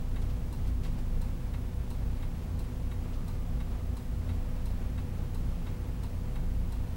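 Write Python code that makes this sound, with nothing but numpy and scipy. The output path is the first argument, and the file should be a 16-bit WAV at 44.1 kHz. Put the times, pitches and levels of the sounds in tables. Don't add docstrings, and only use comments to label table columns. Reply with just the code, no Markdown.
import sys
import numpy as np
from scipy.fft import rfft, irfft, next_fast_len
from scipy.io import wavfile
from scipy.ndimage import map_coordinates

SR = 44100
rng = np.random.default_rng(int(sys.argv[2]) if len(sys.argv) > 2 else 0)


def store_wav(level_fs):
    pcm = np.round(np.clip(np.atleast_2d(level_fs), -1, 1) * 32767)
    wavfile.write(sys.argv[1], SR, pcm.T.astype(np.int16))


N = 306936

# frequency in Hz, density in dB per Hz.
HISS_SPECTRUM = [(1000, -104), (7000, -104.7), (15500, -106.5)]
# time in seconds, level in dB.
SWELL_ENVELOPE = [(0, -78), (2.9, -78), (3.15, -64), (3.4, -68), (3.8, -67), (4.1, -77), (6.96, -80)]
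# start in seconds, gain in dB, tilt in dB per octave.
TRIM_HITS = [(.215, 1, 6), (.294, 2, 2.5), (.668, 0, 6), (.832, 7.5, 1.5), (.846, 5, 0), (.864, 3, 0),
             (0.979, 1.5, 4.5), (3.131, 4.5, 0)]
# frequency in Hz, density in dB per Hz.
TRIM_SPECTRUM = [(600, -110), (1200, -93), (2000, -94), (3300, -90), (5500, -96.5), (8000, -104),
                 (15000, -114)]
# multiple of the blade rate, level in dB.
BLOWER_HARMONICS = [(1, -49.5), (2, -53), (3, -65.7), (4, -60)]
# frequency in Hz, level in dB.
HUM_TONES = [(18.1, -48.5), (21.7, -52), (49.1, -52), (58.2, -52), (85.5, -47.5), (87.8, -43), (146.8, -62),
             (170.6, -53), (175.2, -55.5), (201.7, -67), (235.4, -55), (294.1, -74), (470.6, -73)]
# multiple of the firing rate, level in dB.
ENGINE_ORDERS = [(2, -40), (2.251, -58), (3, -51.5), (3.5, -60.5), (4, -61.5), (4.5, -60), (5, -57.5),
                 (7, -67.5)]
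# centre in Hz, half-width in Hz, level in dB.
BODY_MODES = [(27.5, 1.3, -49), (56.4, 2.8, -44)]
# frequency in Hz, density in dB per Hz.
ROAR_SPECTRUM = [(8, -71), (25, -56), (42, -58.7), (60, -62), (100, -62), (170, -66.5), (280, -75.5),
                 (450, -80.5), (850, -85), (1200, -89.5), (1500, -92.5), (2500, -95.7), (5000, -104),
                 (15000, -120)]
# frequency in Hz, T60 in seconds, pull-in and release in relative dB.
RELAY_MODES = [(640, .07, -62, -63), (796, 0.077, -63, -49), (915, 0.067, -45, -56),
               (967, 0.066, -48.5, -49.5), (1126, 0.092, -55, -54), (1356, 0.057, -67, -57),
               (1530, 0.064, -63, -56), (1926, 0.057, -67, -56), (2164, 0.065, -75, -57),
               (2365, 0.055, -75, -57), (2600, .05, -74, -57), (2710, 0.083, -58, -56),
               (3235, 0.057, -61, -65), (3490, .04, -63, -61), (3796, 0.076, -61, -50),
               (4100, 0.15, -59, -71), (4400, 0.042, -65, -74), (4610, 0.033, -67, -73),
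               (5210, 0.093, -65.5, -76), (5743, .04, -64, -74), (8000, 0.049, -58.5, -74),
               (8460, 0.048, -59, -69), (9090, 0.038, -54, -68), (11035, .035, -58, -69)]
# frequency in Hz, relative density in dB.
PULL_IN_SPECTRUM = [(400, -120), (900, -80), (2500, -98), (4000, -84), (6300, -94), (8300, -90),
                    (11000, -93.5), (13800, -92.5), (16000, -93)]
# frequency in Hz, relative density in dB.
RELEASE_SPECTRUM = [(200, -100), (450, -83), (900, -85.5), (2200, -83), (3200, -91.5), (3900, -86),
                    (5000, -98), (7000, -99), (11000, -99), (16000, -102)]


def amp(db):
    return 10 ** (np.asarray(db) / 20)


def clock():
    return np.arange(N) / SR


def wobble(rate_hz):
    knots = rng.standard_normal(int(N * rate_hz / SR) + 4)
    return map_coordinates(knots, [clock() * rate_hz])


def filtered(x, response):
    size = next_fast_len(len(x) + SR // 4)
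    return irfft(rfft(x, size) * response(np.fft.rfftfreq(size, 1 / SR)), size)[:len(x)]


def noise(spectrum, size):
    knots_hz, db = np.transpose(spectrum)
    white = rng.standard_normal(size) * np.sqrt(SR / 2)
    return filtered(white, lambda hz: amp(np.interp(np.log(hz + 1), np.log(knots_hz), db)))


def resonance(centre_hz, half_width_hz):
    band = filtered(rng.standard_normal(N), lambda hz: 1 / (1 + ((hz - centre_hz) / half_width_hz) ** 2))
    return band / np.sqrt(np.mean(band ** 2) + 1e-20)


def spin(hz, drift):
    return 2 * np.pi * np.cumsum(hz * (1 + drift * wobble(3.01))) / SR


def tone(phase):
    return np.sqrt(2) * np.sin(phase + rng.uniform(0, 2 * np.pi))


def fade(t, attack_s, t60_s):
    t = np.maximum(t, 0)
    return (1 - np.exp(-t / attack_s)) * amp(-60 * t / t60_s)


def add(track, start_s, sound):
    part = track[round(start_s * SR):][:len(sound)]
    part += sound[:len(part)]


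def camera_noise(whine_hz=15734, whine_db=-72, flutter_hz=13, flutter_depth=0.45):
    whine = tone(2 * np.pi * whine_hz * clock())
    whine *= 1 + flutter_depth * tone(spin(flutter_hz, drift=0.043))
    return noise(HISS_SPECTRUM, N) + amp(whine_db) * whine


def swell():
    level_db = np.interp(clock(), *np.transpose(SWELL_ENVELOPE))
    return amp(level_db) * resonance(centre_hz=1210, half_width_hz=70)


def trim():
    out = np.zeros(N)
    t = np.arange(SR // 6) / SR
    for start_s, gain_db, tilt in TRIM_HITS:
        spectrum = [(hz, db + tilt * np.log2(hz / 3000)) for hz, db in TRIM_SPECTRUM]
        rattle = noise(spectrum, len(t)) * fade(t, attack_s=0.0053, t60_s=0.12)
        add(out, start_s, amp(gain_db) * rattle)
    return out


def fans(blade_hz=123.93):
    blades = spin(blade_hz, drift=0.00155)
    blower = sum(amp(db + 1.8 * wobble(7)) * tone(k * blades) for k, db in BLOWER_HARMONICS)
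    hums = sum(amp(db + 1.67 * wobble(4)) * tone(spin(hz, drift=0.00203)) for hz, db in HUM_TONES)
    return blower + hums


def engine(firing_hz=27.19, firing_db=-37.5, drone_db=-43.5, beat_hz=0.924, beat_peak_s=2.25):
    firing = spin(firing_hz, drift=0.0026)
    beat = 2 * np.pi * beat_hz * (clock() - beat_peak_s)
    boom = amp(firing_db + 1.94 * wobble(4.6)) * np.sqrt(2) * np.sin(firing)
    drone = amp(drone_db) * np.sqrt(2) * np.sin(firing + beat)
    orders = sum(amp(db + 1.35 * wobble(4.02)) * tone(k * firing) for k, db in ENGINE_ORDERS)
    body = sum(amp(db) * resonance(hz, half_width_hz) for hz, half_width_hz, db in BODY_MODES)
    roar = noise(ROAR_SPECTRUM, N)
    throb_db = 0.4 * tone(firing) + 0.62 * wobble(14) + 0.3 * wobble(2.11)
    return boom + drone + orders + body + roar * amp(throb_db)


def relay_stroke(modes_db, spectrum, seat_s, attack_s, t60_s, cabin_db, cabin_t60_s):
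    t = np.arange(SR // 5) / SR
    ring = np.zeros(len(t))
    for (hz, mode_t60_s, *_), db in zip(RELAY_MODES, modes_db):
        age_s = t - seat_s * (hz < 3000)
        build_s = max(2.6 / hz, 0.0016)
        phase = 2 * np.pi * hz * age_s + rng.uniform(0, 2 * np.pi)
        ring += amp(db) * fade(age_s, build_s, mode_t60_s) * np.sin(phase)
    early = noise(spectrum, len(t)) * fade(t, attack_s, t60_s)
    late = noise(spectrum, len(t)) * fade(t, 0.011, cabin_t60_s)
    return ring + early + amp(cabin_db) * late


def relay(blink_s=0.6884, release_s=0.1586, pull_in_s=0.5258, release_gain_db=-0.14, pull_in_gain_db=1):
    _, _, pull_in_db, release_db = np.transpose(RELAY_MODES)
    tick = relay_stroke(pull_in_db, PULL_IN_SPECTRUM, seat_s=0.0095, attack_s=0.0016, t60_s=0.049,
                        cabin_db=-10, cabin_t60_s=0.34)
    tock = relay_stroke(release_db, RELEASE_SPECTRUM, seat_s=0.006, attack_s=0.0022, t60_s=0.083,
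                        cabin_db=-6.3, cabin_t60_s=0.19)
    out = np.zeros(N)
    for first_s, db, stroke in (release_s, release_gain_db, tock), (pull_in_s, pull_in_gain_db, tick):
        for start_s in np.arange(first_s, N / SR, blink_s):
            add(out, start_s, amp(db) * stroke)
    return out


def scene():
    return (relay() + trim() + engine() + fans() + swell())[None]


def record(dry, cutoff_hz=15850):
    return filtered(dry[0] + camera_noise(), lambda hz: hz < cutoff_hz)[None]


dry = scene()
out = record(dry)
store_wav(out)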